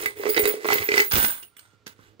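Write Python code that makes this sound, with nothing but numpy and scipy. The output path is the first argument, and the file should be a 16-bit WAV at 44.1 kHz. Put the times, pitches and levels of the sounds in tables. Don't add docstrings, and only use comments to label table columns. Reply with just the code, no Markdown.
import sys
import numpy as np
from scipy import signal
from scipy.fft import rfft, irfft, next_fast_len
from scipy.io import wavfile

SR = 44100
rng = np.random.default_rng(int(sys.argv[2]) if len(sys.argv) > 2 else 0)


def transcribe(signal):
    frames = np.atleast_2d(signal).T
    limited = np.clip(frames, -1, 1)
    pcm = np.round(limited * 32767).astype(np.int16)
    wavfile.write(sys.argv[1], SR, pcm)


N = 97020

# (t/s, blow level/dB, then relative to it: boom/dB, low crack/dB, bright crack/dB)
JUG_KNOCKS = [(0.0354, -37, -5.5, -21, 18), (0.0593, -17, -19.5, -52, 2), (0.1964, -44, 10.5, -16, -21),
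              (0.234, -44.5, -6, 33, -16), (0.2546, -29.5, 5.5, 13, -25.5), (0.2647, -29, 5.5, 19.5, -17),
              (0.2784, -34, 5.5, -11, -22), (0.2904, -24, 0.5, -24, -7.5), (0.3019, -37.5, 11.5, -21, 23),
              (0.3454, -23, -20, -38, -17), (0.3647, -15.5, -13, -2, -12), (0.3707, -18, -2.5, -6, -25),
              (0.377, -13, -7.5, 7, -28), (0.3944, -17, -2.5, -18, 4), (0.4177, -31.5, 2, -2, -17),
              (0.4442, -28.5, 1.5, 3, 9), (0.4545, -14.5, -8, 2, 7), (0.4964, -39.5, 3, -10.5, -25.5),
              (0.5047, -31, 0.5, -31.5, 9.5), (0.5398, -42.5, 17.5, -3, -14.5),
              (0.6451, -26, -2, 14, -20.5), (0.6537, -26.5, 3.5, 18.5, -14), (0.687, -16, -10, 14, -28),
              (0.7025, -22, -9, 19, -21), (0.7109, -24, -6, -2, -30.5), (0.7215, -19, -4.5, 14, -15.5),
              (0.731, -13, -22, -6, -24), (0.7555, -28, 4.5, -21.5, -15), (0.7836, -18.5, -18, -13, -27.5),
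              (0.8199, -25, -9.5, -30, -29), (0.8884, -16.5, -5.5, -41.5, -34.5),
              (0.9176, -18, -7.5, -26, -36), (0.9405, -17, -7, -14, -25.5), (0.9709, -19.5, -9, -15, -32),
              (0.9787, -9.5, -14.5, -30, -27.5), (0.9935, -15, -18.5, -29.5, -33),
              (1.0011, -9.5, -14, -41, -26.5), (1.0268, -42, -22, -20.5, -35.5)]
# (t/s, blow level/dB, then relative to it: thud/dB, low and bright crack/dB)
TUB_LANDINGS = [(1.1118, -18, -30, -19, -17), (1.1182, -11.5, -34, -5, 0), (1.1332, -16.5, -8.5, -13, 6.5),
                (1.1544, -13.5, -11.5, -7, 5), (1.1634, -13, -11.5, -27.5, -23),
                (1.169, -22, -4.5, -9.5, -14.5), (1.181, -21, -1, 8, 12), (1.2018, -16, -23, -33, -16.5),
                (1.2275, -16.5, -12.5, -20.5, 9), (1.2385, -26, -6, -19.5, 18.5),
                (1.2431, -15.5, -12, 4.5, -18), (1.2472, -14.5, -30, -18.5, -9),
                (1.4285, -32, -36, -7, 4.5), (1.567, -41, -19, -27, 8.5), (1.5928, -37, -35, -36, 7),
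                (1.7344, -59, 5.5, 5, -30), (1.8622, -35, -21, -3, -15), (1.8665, -27, -11, -7, -1),
                (1.8755, -29, -35, -31.5, 3), (1.991, -55.5, 8.5, 19, -27), (2.1954, -39.5, -1.5, 0, -21)]
# (f/Hz, level/dB, t60/s); the first three are the hollow boom
JUG_MODES = [(414, 1, 0.1), (437, 0, 0.08), (505, -10, 0.04), (1680, -9, .03), (2005, -2, .09),
             (2048, 0, 0.16), (2144, -6, 0.09), (2253, -6, 0.06), (2540, -8, 0.04), (4630, -12, 0.03)]
# (f/Hz, level/dB, t60/s); the first three are the thud
TUB_MODES = [(190, -2, .03), (300, -2, .03), (430, -3, .025), (1550, -6, .025), (2050, -9, .02),
             (2900, -12, .012), (3440, -13, .012)]
CRACK_EDGES_HZ = (500, 1300, 2300, 3800, 6500, 15000)
# (t/s, rattle level/dB, brass ring level/dB, vessel boom level/dB, floor rumble level/dB)
TUMBLE = [(0.0, -36, -30.5, -38, -61), (0.07, -39, -69, -40, -56), (0.15, -57, -69, -54.5, -62),
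          (0.17, -46, -42, -40.5, -56), (0.258, -39.5, -59, -31.5, -69), (0.28, -37, -38, -52, -66),
          (0.39, -40, -33, -33, -51), (0.43, -33.5, -41, -28.5, -45), (0.479, -31.5, -34.5, -30.5, -73),
          (0.598, -48, -72.5, -38.5, -82), (0.67, -36.5, -36, -43.5, -55.5),
          (0.729, -25.5, -38, -35.5, -37), (0.8, -36, -38, -33.5, -50), (0.839, -35, -41.5, -45.5, -49),
          (0.869, -43, -54.5, -49, -77), (0.97, -27, -33, -40, -68.5), (1.05, -37.5, -43.5, -46, -69),
          (1.1, -52.5, -34, -49.5, -69), (1.131, -26.5, -29, -54, -42), (1.19, -27.5, -29, -64.5, -38.5),
          (1.259, -33.5, -27, -58, -55), (1.36, -45.5, -44.5, -63.5, -83), (1.439, -58.5, -50, -63, -67.5),
          (1.5, -78, -87, -78, -75.5), (1.65, -62.5, -103, -72, -69), (1.97, -98, -103.5, -63, -64),
          (2.07, -94.5, -89, -59.5, -57), (2.2, -81, -94, -61.5, -72.5)]
# (t/s, half length/s, rattle level/dB)
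HEAP_SHIFTS = [(1.3, 0.041, -37), (1.372, 0.032, -47), (1.64, 0.077, -62.5), (1.905, 0.029, -53.5),
               (2.041, 0.076, -60)]
# (f/Hz, level/dB)
GRAIN_COLOUR = [(290, -43), (500, -17), (690, -18.5), (1790, -9.5), (2010, -12), (8040, -15.5),
                (9520, -20.5), (14300, -18.5)]
# (t/s, level/dB, upper ring f/Hz, then relative to the level: lower ring/dB, long ring/dB)
CLINKS = [(0.0558, -25, 15600, -8, -20), (0.2917, -18, 15450, -9, -22), (0.39, -18, 15150, -7, -20),
          (0.4733, -19, 15450, -11, -35), (0.6629, -28, 15450, -10, -17), (0.7297, -18, 15300, -12, -22),
          (0.8375, -23, 15170, -20, -30), (0.9892, -15, 15450, -22, -26), (1.046, -24, 15450, -16, -36),
          (1.1194, -19, 14950, -22, -32), (1.1328, -16, 15730, -26, -24), (1.1648, -18, 15050, -16, -23),
          (1.1907, -19, 15000, -13, -27), (1.2336, -16, 15250, -16, -13), (1.294, -23, 14900, -13, -18),
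          (1.5693, -48, 15100, -9, -3), (1.8761, -47, 15600, -15, -34)]
# (t/s, level/dB, f/Hz)
SIDE_TICKS = [(0.3002, -21.5, 4850), (0.3456, -22, 4930), (0.3701, -21, 3960), (0.3765, -20, 3810),
              (0.4557, -20.5, 3880), (0.6888, -20, 2070), (0.7116, -17.5, 2240), (0.7307, -24, 2800),
              (0.7836, -29, 2900), (0.8274, -24.5, 2300), (0.8879, -16.5, 2340), (0.9186, -12, 2450),
              (0.9722, -22, 2750), (0.9932, -18.5, 2634), (1.002, -26, 2550), (1.302, -26.5, 1560),
              (1.4282, -38.5, 2790), (1.435, -38, 2910), (1.4835, -53, 2640), (1.5688, -43.5, 3420),
              (1.584, -44, 2940), (1.591, -45.5, 2980), (2.001, -49, 1500)]
# (t/s, level/dB, f/Hz)
VESSEL_BUMPS = [(0.428, -26, 48.6), (0.8, -36, 105), (1.136, -19, 74.5), (1.179, -20.5, 61),
                (1.24, -30.5, 56.5), (2.08, -50, 56)]
# (f/Hz, level/dB)
HUSH_COLOUR = [(18, -30.5), (30, -12), (123, -5), (1020, -12), (1330, -11.5), (4420, -16), (8060, -27),
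               (8720, -34), (15500, -41)]

TIPPED_S = 1.09
LEFT_DB, LEFT_LAG_S, SCATTER_DB = -5, .00027, 3

CRACK_T60_S, CRACK_DB, BODY_DB = .019, -14, -6
TINT_DB = 3
RISE = 0.021
TOUCHES_PER_S, TOUCH_SPREAD_DB = 2400, 3.3
GRAIN_T60_S, GRAIN_CYCLES = .007, 20

CLINKS_PER_S = 1500
UPPER_HZ, UPPER_T60_S = (14700, 15780), .15
JUG_LOWEST_HZ = 15000
LOWER_RATIO, LOWER_DB, LOWER_T60_S = .613, -10, 0.22
BEND_HZ, BEND_T60_S, BEND_SPLIT_HZ = 8515, 0.31, 34
CLINK_T60_S, CLINK_RISE_S, CLINK_SPREAD_HZ, CLINK_SPREAD_S = .12, .003, 350, .02
PARTNER_DB = -5
JOSTLE_DB = 2
TICK_T60_S, TICK_OVERTONE, TICK_OVERTONE_DB = .022, 1.8, -11

BUMP_T60_S, RUMBLE_HZ = 0.055, (69.4, 127.5)
ROOM_T60_S, ROOM_DB, WALL_CUT_HZ = 0.14, -11, 16000
HUSH_DB = -70.5
WHINE_HZ, WHINE_DB, WHINE_T60_S = 1390, -72, 0.082
WHINE_S, WHINE_SPAN_S = 1.68, .2
STOP_HZ = 16250


def struck(events, modes, floor_hz):
    s, db, boom_db, low_db, bright_db = np.transpose(events)
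    luck = rng.standard_normal((len(s), len(modes) + 4))
    pan_db = LEFT_DB + SCATTER_DB * luck[:, -1]
    middle_db = TINT_DB * luck[:, -4:-1].T
    out = np.zeros((2, N))
    for rel_db, low, high in zip([low_db, *middle_db, bright_db], CRACK_EDGES_HZ, CRACK_EDGES_HZ[1:]):
        noise = band(crack(train(s, db + rel_db, pan_db), CRACK_T60_S), low, high)
        out += noise * amp(CRACK_DB) * np.sqrt(SR / (high - low))
    for k, (hz, level_db, t60) in enumerate(modes):
        strength_db = boom_db if k < 3 else BODY_DB + 3.0 * luck[:, k]
        out += ring(train(s, db + level_db + strength_db, pan_db), hz, t60)
    return band(band(out, floor_hz, 21000), floor_hz, 18000)


def crack(clicks, t60):
    fall = amp(-60 / (t60 * SR))
    burst = np.sqrt(signal.lfilter([1], [1, -fall ** 2], clicks ** 2 + 1e-18))
    burst = signal.lfilter([RISE], [1, RISE - 1], burst)
    shared, own = rng.standard_normal(N), rng.standard_normal((2, N))
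    return burst * (0.23 * shared + 0.84 * own)


def vessel(clicks, part):
    in_jug = np.arange(N) < TIPPED_S * SR
    out = 0
    for modes, inside in ((JUG_MODES, in_jug), (TUB_MODES, ~in_jug)):
        tones = sum(amp(db) * ring(clicks, hz, t60) for hz, db, t60 in modes[part])
        out = out + rms_one(tones) * inside
    return out


def rattle(rattle_db, boom_db):
    clicks, dealt = touches(TOUCHES_PER_S), rng.integers(0, 20, N)
    bursts = rms_one(crack(clicks, GRAIN_T60_S))
    pitched = 0
    for k, hz in enumerate(np.geomspace(600, 12000, 20)):
        pitched = pitched + ring(clicks * (dealt == k), hz, GRAIN_CYCLES / hz) * np.sqrt(hz)
    grains = rms_one(colour(bursts + rms_one(pitched), GRAIN_COLOUR))
    boom, body = vessel(clicks, slice(3)), vessel(clicks, slice(3, None))
    boom = band(band(boom, 247, 1400), 190, 1500)
    return amp(rattle_db) * (0.93 * grains + 0.84 * body) + amp(boom_db) * boom


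def touches(rate):
    sizes = amp(TOUCH_SPREAD_DB * np.minimum(rng.exponential(1, N), 4.0)) * rng.choice([-1, 1], N)
    happens = rng.random(N) < rate / SR
    return rms_one(sizes * happens * sides(LEFT_DB + SCATTER_DB * rng.standard_normal(N)))


def brass(ring_db):
    ringing = random_rings(ring_db) + clinks()
    jostle = rms_one(band(rng.standard_normal((2, N)), 21, 120))
    return ringing * amp(JOSTLE_DB * jostle)


def random_rings(ring_db):
    clicks, dealt = amp(ring_db) * touches(CLINKS_PER_S), rng.integers(0, 24, N)
    scale = np.sqrt(4 * np.log(1000) / (UPPER_T60_S * SR))
    out, in_tub = np.zeros((2, N)), np.arange(N) > TIPPED_S * SR
    for k, hz in enumerate(np.linspace(*UPPER_HZ, 24)):
        allowed = in_tub | (hz > JUG_LOWEST_HZ)
        left, right = 1.49 * scale * case(clicks * (dealt == k) * allowed, hz)
        out += np.array([np.roll(left, rng.integers(0, 5)), right])
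    return out


def case(clicks, hz):
    return ring(clicks, hz, UPPER_T60_S) + amp(LOWER_DB) * ring(clicks, hz * LOWER_RATIO, LOWER_T60_S)


def clinks():
    t = np.arange(SR // 2) / SR
    out = np.zeros((2, N + len(t)))
    for (s, db, hz, lower_db, bend_db), luck in zip(CLINKS, rng.random((len(CLINKS), 12))):
        turn = 2 * np.pi * (t + luck[:2, None] / 3000)
        one = amp(-60 * t / CLINK_T60_S) * np.sin(hz * turn)
        one += amp(lower_db - 60 * t / LOWER_T60_S) * np.sin(LOWER_RATIO * hz * turn)
        for pitch, late in luck[4:].reshape(-1, 2):
            other_hz = np.clip(hz + CLINK_SPREAD_HZ * (2 * pitch - 1), *UPPER_HZ)
            since = t - late * CLINK_SPREAD_S
            level = amp(PARTNER_DB - 60 * since / CLINK_T60_S) * np.clip(since / CLINK_RISE_S, 0, 1)
            one += level * np.sin(other_hz * turn)
        bend = np.sin(BEND_HZ * turn) + 0.23 * np.sin((BEND_HZ + BEND_SPLIT_HZ) * turn)
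        one += amp(bend_db - 60 * t / BEND_T60_S) * bend
        gain = amp(db) * sides(LEFT_DB + 6.6 * (luck[3] - .5))[:, None] * np.minimum(t / CLINK_RISE_S, 1)
        start = int(s * SR)
        out[:, start:start + len(t)] += gain * one
    return out[:, :N]


def ticks():
    out, pan_db = np.zeros((2, N)), np.array([LEFT_DB])
    for s, db, hz in SIDE_TICKS:
        at = np.array([s])
        out += ring(train(at, db, pan_db), hz, TICK_T60_S)
        out += ring(train(at, db + TICK_OVERTONE_DB, pan_db), hz * TICK_OVERTONE, TICK_T60_S / 2)
    return out


def bumps(rumble_db):
    thuds = np.zeros((2, N))
    for s, db, hz in VESSEL_BUMPS:
        thuds += ring(train(np.array([s]), np.array([db]), np.array([-15.0])), hz, BUMP_T60_S)
    noise = rms_one(band(rng.standard_normal(N), *RUMBLE_HZ))
    rumble = amp(rumble_db) * noise * sides(-11.0)[:, None]
    return band(thuds, 60, 340) + 0.56 * rumble


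def room(x):
    out, dull = np.zeros((2, N)), np.exp(-2 * np.pi * WALL_CUT_HZ / SR)
    for k, lag in enumerate((rng.uniform(.008, .03, 16) * SR).astype(int)):
        loop, gain, state = x.copy(), amp(-60 * lag / SR / ROOM_T60_S), [0.]
        for i in range(lag, N, lag):
            back, state = signal.lfilter([gain * (1 - dull)], [1, -dull], loop[i - lag:i], zi=state)
            loop[i:i + lag] += back[:N - i]
        out[k % 2] += (loop - x) * (-1) ** (k // 2)
    return out


def quiet_room():
    t = np.arange(N) / SR
    white = rng.standard_normal((3, N))
    hush = amp(HUSH_DB) * rms_one(colour(0.65 * white[0] + 0.51 * white[1:], HUSH_COLOUR))
    swell = np.exp(-((t - WHINE_S) / WHINE_SPAN_S) ** 2)
    whine = amp(WHINE_DB) * rms_one(ring(white[0], WHINE_HZ, WHINE_T60_S)) * swell
    return hush + whine


def amp(db):
    return 10 ** (np.asarray(db) / 20)


def rms_one(x):
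    return x / np.sqrt(np.mean(x ** 2) + 1e-20)


def sides(pan_db):
    return amp(np.array([pan_db, -pan_db]) / 2)


def train(s, db, pan_db):
    out = np.zeros((2, N))
    at = np.minimum((s * SR).astype(int), N - 1)
    np.add.at(out, (slice(None), at), amp(db) * sides(pan_db))
    return out


def ring(clicks, hz, t60):
    r, w = amp(-60 / (t60 * SR)), 2 * np.pi * hz / SR
    return signal.lfilter([0, np.sin(w)], [1, -2 * r * np.cos(w), r * r], clicks + 1e-18)


def band(x, low_hz, high_hz):
    return signal.sosfilt(signal.butter(2, [low_hz, high_hz], "band", fs=SR, output="sos"), x)


def colour(x, points):
    size = next_fast_len(N + 4096)
    hz = np.maximum(np.arange(size // 2 + 1) * SR / size, 1)
    point_hz, point_db = np.array(points).T
    level_db = np.interp(np.log(hz), np.log(point_hz), point_db)
    cepstrum = irfft(level_db * np.log(10) / 20, size)
    cepstrum[1:size // 2] *= 2
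    cepstrum[size // 2 + 1:] = 0
    return irfft(rfft(x, size) * np.exp(rfft(cepstrum)), size)[..., :N]


def scene():
    t = np.arange(N) / SR
    s, *columns = np.transpose(TUMBLE)
    rattle_db, ring_db, boom_db, rumble_db = [np.interp(t, s, c) for c in columns]
    for at_s, span_s, db in HEAP_SHIFTS:
        rattle_db = np.maximum(rattle_db, db - 10 * ((t - at_s) / span_s) ** 2)
    near = struck(JUG_KNOCKS, JUG_MODES, floor_hz=240) + struck(TUB_LANDINGS, TUB_MODES, floor_hz=110.7)
    near += rattle(rattle_db, boom_db) + brass(ring_db) + ticks() + bumps(rumble_db)
    near[0] = np.roll(near[0], int(round(LEFT_LAG_S * SR)))
    around = amp(ROOM_DB) * room(near.mean(axis=0)) + quiet_room()
    return near + around * sides(LEFT_DB)[:, None]


def record(dry):
    top_cut = signal.cheby2(16, 60, STOP_HZ, fs=SR, output="sos")
    return signal.sosfilt(top_cut, np.tanh(dry))


dry = scene()
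out = record(dry)
transcribe(out)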